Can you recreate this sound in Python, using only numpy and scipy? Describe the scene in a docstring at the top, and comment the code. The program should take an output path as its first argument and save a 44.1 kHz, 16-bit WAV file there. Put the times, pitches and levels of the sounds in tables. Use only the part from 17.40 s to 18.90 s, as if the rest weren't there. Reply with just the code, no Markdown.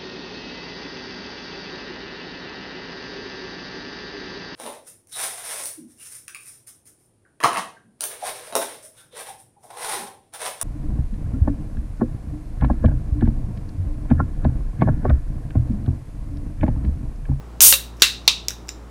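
"""Aluminium drink cans are opened close to a microphone in a small room. A seal pops, gas hisses
through the slit, the lid cracks along its score and the tab clicks. Each blow is a noise burst that
knocks the can and rings the tab or lid and the thin wall; the air inside gives one hollow note.
The room answers, mains hum and room tone lie underneath, the loudest cracks overload the microphone."""
import sys
import numpy as np
from scipy import signal
from scipy.fft import rfft, irfft, next_fast_len
from scipy.io import wavfile

SR = 44100
rng = np.random.default_rng(int(sys.argv[2]) if len(sys.argv) > 2 else 0)


def dump_mix(stems):
    """Bounce the given channels to the path in sys.argv[1] as a 16-bit WAV at rate SR."""
    frames = np.atleast_2d(stems).T  # one column per channel
    limited = np.clip(frames, -1, 1)  # hard clip at full scale
    pcm = np.round(limited * 32767).astype(np.int16)
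    wavfile.write(sys.argv[1], SR, pcm)


N = 66150
T = np.arange(N) / SR

# mains harmonics (frequency [Hz], level [dB])
HUM_PARTIALS = [(58.3, -39), (116.6, -52.5), (174.9, -57), (233.2, -58)]
# hum level (time [s], gain [dB])
HUM_LEVEL = [(0, 1.5), (.55, 1.5), (.7, -2), (1.2, -1.5), (1.45, -1.5)]
# room tone spectrum (frequency [Hz], gain [dB])
ROOM_TONE_SPECTRUM = [(25, -9), (90, -4), (200, -8), (290, -5.5), (400, -7.5), (600, -14), (830, -13.5),
                      (1300, -17), (1700, -24), (3000, -30.5), (8000, -36), (15500, -46)]
# blows (time [s], level [dB], burst t60 [s], ring [dB], bass [dB], mid [dB], treble [dB],
# knock [dB], room [dB])
SEAL_POPS = [(.2060, -0.5, 0.014, -5, -4.5, -5, 3, -28.5, -5.5),
             (.2128, -7, .012, -5.5, 6.5, 7, -10, -31, -4.5)]
LID_CRACKS = [(.3257, -1, 0.0092, -1.5, 6.5, 7.5, 2, -39, -9),
              (.3388, -7.5, 0.0091, 1, -8, -5, 7, -30, -8.5),
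              (.6207, 9.5, .013, -3, -5.5, 5, 1.5, -22.5, -8.5),
              (.8778, 5.5, 0.017, -3, 2.5, -13.5, -12, -21, -8)]
TAB_CLICKS = [(.5685, -45, .006, -12, 0, -7, 5, -24, -1), (.5985, -35.5, .007, -5, 8, 11, -4.5, -17, 6),
              (.8548, -32.5, 0.0017, -20, 5, 3, -18, -28, 3),
              (1.0841, -6.5, 0.0072, -38, 1, 1, -4.5, -24, -10),
              (1.1060, -23.5, 0.011, -20, 12, 14, 0, -18, -7),
              (1.2742, -42, 0.0052, -16, 6.5, 2, 0, -4.5, -20),
              (1.2842, -30, 0.0077, -10, 18, 7.5, -7, -18, -4),
              (1.2908, -17, 0.0087, 3, -2.5, 9.5, -18.5, -19.5, -10.5)]
# burst spectra (frequency [Hz], gain [dB])
POP_SPECTRUM = [(100, -33.5), (1800, -16), (2800, -11.5), (4800, -13), (5700, 4), (6700, -3.5),
                (8500, -8.5), (11000, -20), (15500, -22.5)]
CRACK_SPECTRUM = [(100, -23.5), (600, -23.5), (1050, -16), (1900, -9.5), (2700, -6), (3200, -5),
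                  (3850, 2.5), (4400, -1), (5800, -5), (8000, -11), (11000, -16.5), (15500, -22.5)]
CLICK_SPECTRUM = [(200, -30), (900, -33.5), (1600, -18), (2700, -5.5), (3200, -10), (3700, -8.5),
                  (4400, -9), (5700, 3), (7000, -6.5), (9500, -14.5), (13000, -11.5), (15500, -19.5)]
# modes of the tab and the hand-damped lid (frequency [Hz], level [dB], t60 [s])
TAB_MODES = [(5106, -3, 0.0084), (5720, 0.5, 0.0032), (6730, -12, .007), (7180, -6.5, 0.017),
             (14300, -16, .004)]
LID_MODES = [(905, -19.5, 0.009), (1133, -16, .012), (2721, -2.5, 0.013), (3670, -1, 0.0098),
             (3927, -3, .015), (4410, -7, 0.012), (4710, -13, 0.013), (5730, -11, .01)]
# decay of near-wall reflections and late tail (frequency [Hz], t60 [s])
EARLY_DECAY = [(200, 0.033), (1500, 0.18), (4000, 0.097), (15000, 0.23)]
LATE_DECAY = [(200, 0.12), (1500, 0.31), (4000, 0.34), (9000, 0.29), (15000, 0.1)]
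# gas hiss envelope (time [s], level [dB])
GAS_ENVELOPE = [(0.208, -16.5), (0.214, -15), (0.219, -4), (.25, -5), (0.282, -6.5), (0.291, -8),
                (0.321, -14), (.342, -17.5), (0.354, -23), (.375, -65)]
# jet spectrum (frequency [Hz], gain [dB])
JET_SPECTRUM = [(100, -35.5), (700, -20.5), (1700, -21), (3000, -9), (5000, -6), (6500, -0.5), (9500, 0.5),
                (11000, -1.5), (13000, 3.5), (15600, -3.5)]
# slit whistles (frequency [Hz], width [Hz], gain [dB])
SLIT_RESONANCES = [(5697, 45, 1), (6397, 40, 1), (8461, 40, 4), (8988, 50, 1), (9305, 35, 3), (9390, 50, 4),
                   (9700, 70, 2), (11624, 30, 3)]

ROOM_TONE_DB = -45
BASS_HZ, MID_HZ, MID_OCTAVES, TREBLE_HZ = 1190, 1620, .38, 7800
KNOCK_HZ = 432
WALL_HZ, WALL_SPREAD_HZ, WALL_COUNT, WALL_T60_S = 3796, 150, 40, .33
ECHO_COUNT, ECHO_DB, ECHO_SPAN_S = 7, -10, .018
PREDELAY_S, LATE_DB, GAS_ROOM_DB = .004, -5.5, -9
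CAVITY_START_S, CAVITY_HZ, CAVITY_DB, CAVITY_T60_S = .326, 542, -25.5, .15
BAND_LIMIT_HZ = 15900


def amp(db):
    """Decibels to gain."""
    return 10 ** (np.asarray(db) / 20)


def unit_rms(x):
    """Scale to rms 1."""
    return x / np.sqrt(np.mean(x ** 2) + 1e-20)


def curve_at(points, hz):
    """Interpolate (frequency [Hz], value) points on a log axis."""
    point_hz, values = np.transpose(points)
    return np.interp(np.log(hz + 1), np.log(point_hz + 1), values)


def filtered(x, response):
    """Apply a frequency response."""
    size = next_fast_len(N + SR // 4)
    return irfft(rfft(x, size) * response(np.fft.rfftfreq(size, 1 / SR)), size)[:N]


def minimum_phase(gain, size):
    """Causal impulse response of a gain curve."""
    cepstrum = irfft(np.log(np.maximum(gain, 1e-6)))
    cepstrum[1:size // 2] *= 2
    cepstrum[size // 2 + 1:] = 0
    return irfft(np.exp(rfft(cepstrum)))


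def add(track, start_s, x):
    """Mix x into the track."""
    i = max(round(start_s * SR), 0)
    track[i:i + len(x)] += x[:len(track[i:])]


def mains_hum():
    """Mains harmonics, about 3 dB quieter after 0.6 s."""
    hum = sum(np.sqrt(2) * amp(db) * np.sin(2 * np.pi * (hz * T + rng.random()))
              for hz, db in HUM_PARTIALS)
    return hum * amp(np.interp(T, *np.transpose(HUM_LEVEL)))


def room_tone():
    """Steady dull noise."""
    noise = filtered(rng.standard_normal(N), lambda hz: amp(curve_at(ROOM_TONE_SPECTRUM, hz)))
    return amp(ROOM_TONE_DB) * unit_rms(noise)


def metal_blows(blows, spectrum, modes, wall_db, size=1024):
    """Bursts of tearing or slipping metal knock the can and ring the struck part and the wall."""
    out = np.zeros(N)
    t, hz = np.arange(SR // 2) / SR, np.fft.rfftfreq(size, 1 / SR)
    colour = unit_rms(amp(curve_at(spectrum, hz)))
    bass = 1 / (1 + (hz / BASS_HZ) ** 4)
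    mid = np.exp(-(np.log2((hz + 1) / MID_HZ) / MID_OCTAVES) ** 2)
    treble = 1 - 1 / (1 + (hz / TREBLE_HZ) ** 4)
    knock = np.sin(2 * np.pi * KNOCK_HZ * t) * np.exp(-2 * KNOCK_HZ * t)
    for start_s, db, t60_s, ring_db, bass_db, mid_db, treble_db, knock_db, room_db in blows:
        burst = rng.choice([-1, 1], len(t)) * amp(-60 * t / t60_s)
        tone = amp(bass_db * bass + mid_db * mid + treble_db * treble)
        impulse = np.pad(minimum_phase(colour * tone, size), (0, len(t) - size))
        snap = signal.fftconvolve(burst, impulse)[:len(t)]
        ring = amp(ring_db) * modal_ring(modes, t)
        direct = snap + ring + amp(knock_db) * knock + amp(wall_db) * can_wall(t)
        reverb = np.linalg.norm(burst) * room(impulse) + room(ring)
        add(out, start_s, amp(db) * direct)
        add(out, start_s, amp(db + room_db) * reverb)
    return out


def modal_ring(modes, t):
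    """Damped modes of alternating sign; strengths scatter per blow."""
    scatter_db = rng.standard_normal(len(modes))
    return sum((-1) ** k * amp(db + scatter_db[k] - 60 * t / t60_s) * np.sin(2 * np.pi * hz * t)
               for k, (hz, db, t60_s) in enumerate(modes))


def can_wall(t):
    """Close modes of the thin wall beat into a rough metallic ring."""
    hz = WALL_HZ + WALL_SPREAD_HZ * rng.standard_normal((WALL_COUNT, 1))
    phase = rng.random((WALL_COUNT, 1))
    crowd = np.sin(2 * np.pi * (hz * t + phase)).sum(0)
    return crowd / np.sqrt(WALL_COUNT) * amp(-60 * t / WALL_T60_S)


def gas_jet():
    """Gas hisses through the slit from the first pop, fading as the pressure falls."""
    def response(hz):
        slit = 1 + sum(amp(db) * 1j * hz * width_hz / (peak_hz ** 2 - hz ** 2 + 1j * hz * width_hz)
                       for peak_hz, width_hz, db in SLIT_RESONANCES)
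        return amp(curve_at(JET_SPECTRUM, hz)) * slit

    jet = unit_rms(filtered(rng.standard_normal(N), response))
    level_db = np.interp(T, *np.transpose(GAS_ENVELOPE), right=-120)
    seal_open = T > SEAL_POPS[0][0]
    hiss = jet * amp(level_db) * seal_open
    return hiss + amp(GAS_ROOM_DB) * room(hiss)


def diffuse_tail(decay):
    """Noise of energy 1, each band decaying at its own rate."""
    hz, t, bands = signal.stft(rng.standard_normal(SR // 2), SR, nperseg=256)
    fade = amp(-60 * t / curve_at(decay, hz)[:, None])
    tail = signal.istft(bands * fade, SR, nperseg=256)[1]
    return tail / np.linalg.norm(tail)


def room(x):
    """Near-wall reflections, a late tail and a few echoes off hard surfaces."""
    diffuse = diffuse_tail(EARLY_DECAY) + amp(LATE_DB) * diffuse_tail(LATE_DECAY)
    delays = (rng.random(ECHO_COUNT) * ECHO_SPAN_S * SR).astype(int)
    gains = rng.choice([-1, 1], ECHO_COUNT) * amp(ECHO_DB) / np.sqrt(ECHO_COUNT)
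    echoes = np.bincount(delays, gains, len(diffuse))
    response = np.pad(diffuse + echoes, (round(PREDELAY_S * SR), 0))
    return signal.fftconvolve(x, response)[:N]


def can_cavity():
    """The air inside the can rings one short hollow note."""
    out = np.zeros(N)
    add(out, CAVITY_START_S, modal_ring([(CAVITY_HZ, CAVITY_DB, CAVITY_T60_S)], T))
    return out


def scene():
    """Cans, gas and background at the microphone, mono."""
    pops = metal_blows(SEAL_POPS, POP_SPECTRUM, TAB_MODES, wall_db=-30.5)
    cracks = metal_blows(LID_CRACKS, CRACK_SPECTRUM, LID_MODES, wall_db=-26)
    clicks = metal_blows(TAB_CLICKS, CLICK_SPECTRUM, TAB_MODES, wall_db=-30.5)
    return (pops + cracks + clicks + can_cavity() + gas_jet() + mains_hum() + room_tone())[None]


def record(dry):
    """Microphone overload: soft clip at full scale, then a steep low-pass."""
    clipped = dry[0] / (1 + np.abs(dry[0]) ** 8) ** (1 / 8)
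    return filtered(clipped, lambda hz: 1 / (1 + (hz / BAND_LIMIT_HZ) ** 240))[None]


dry = scene()
out = record(dry)
dump_mix(out)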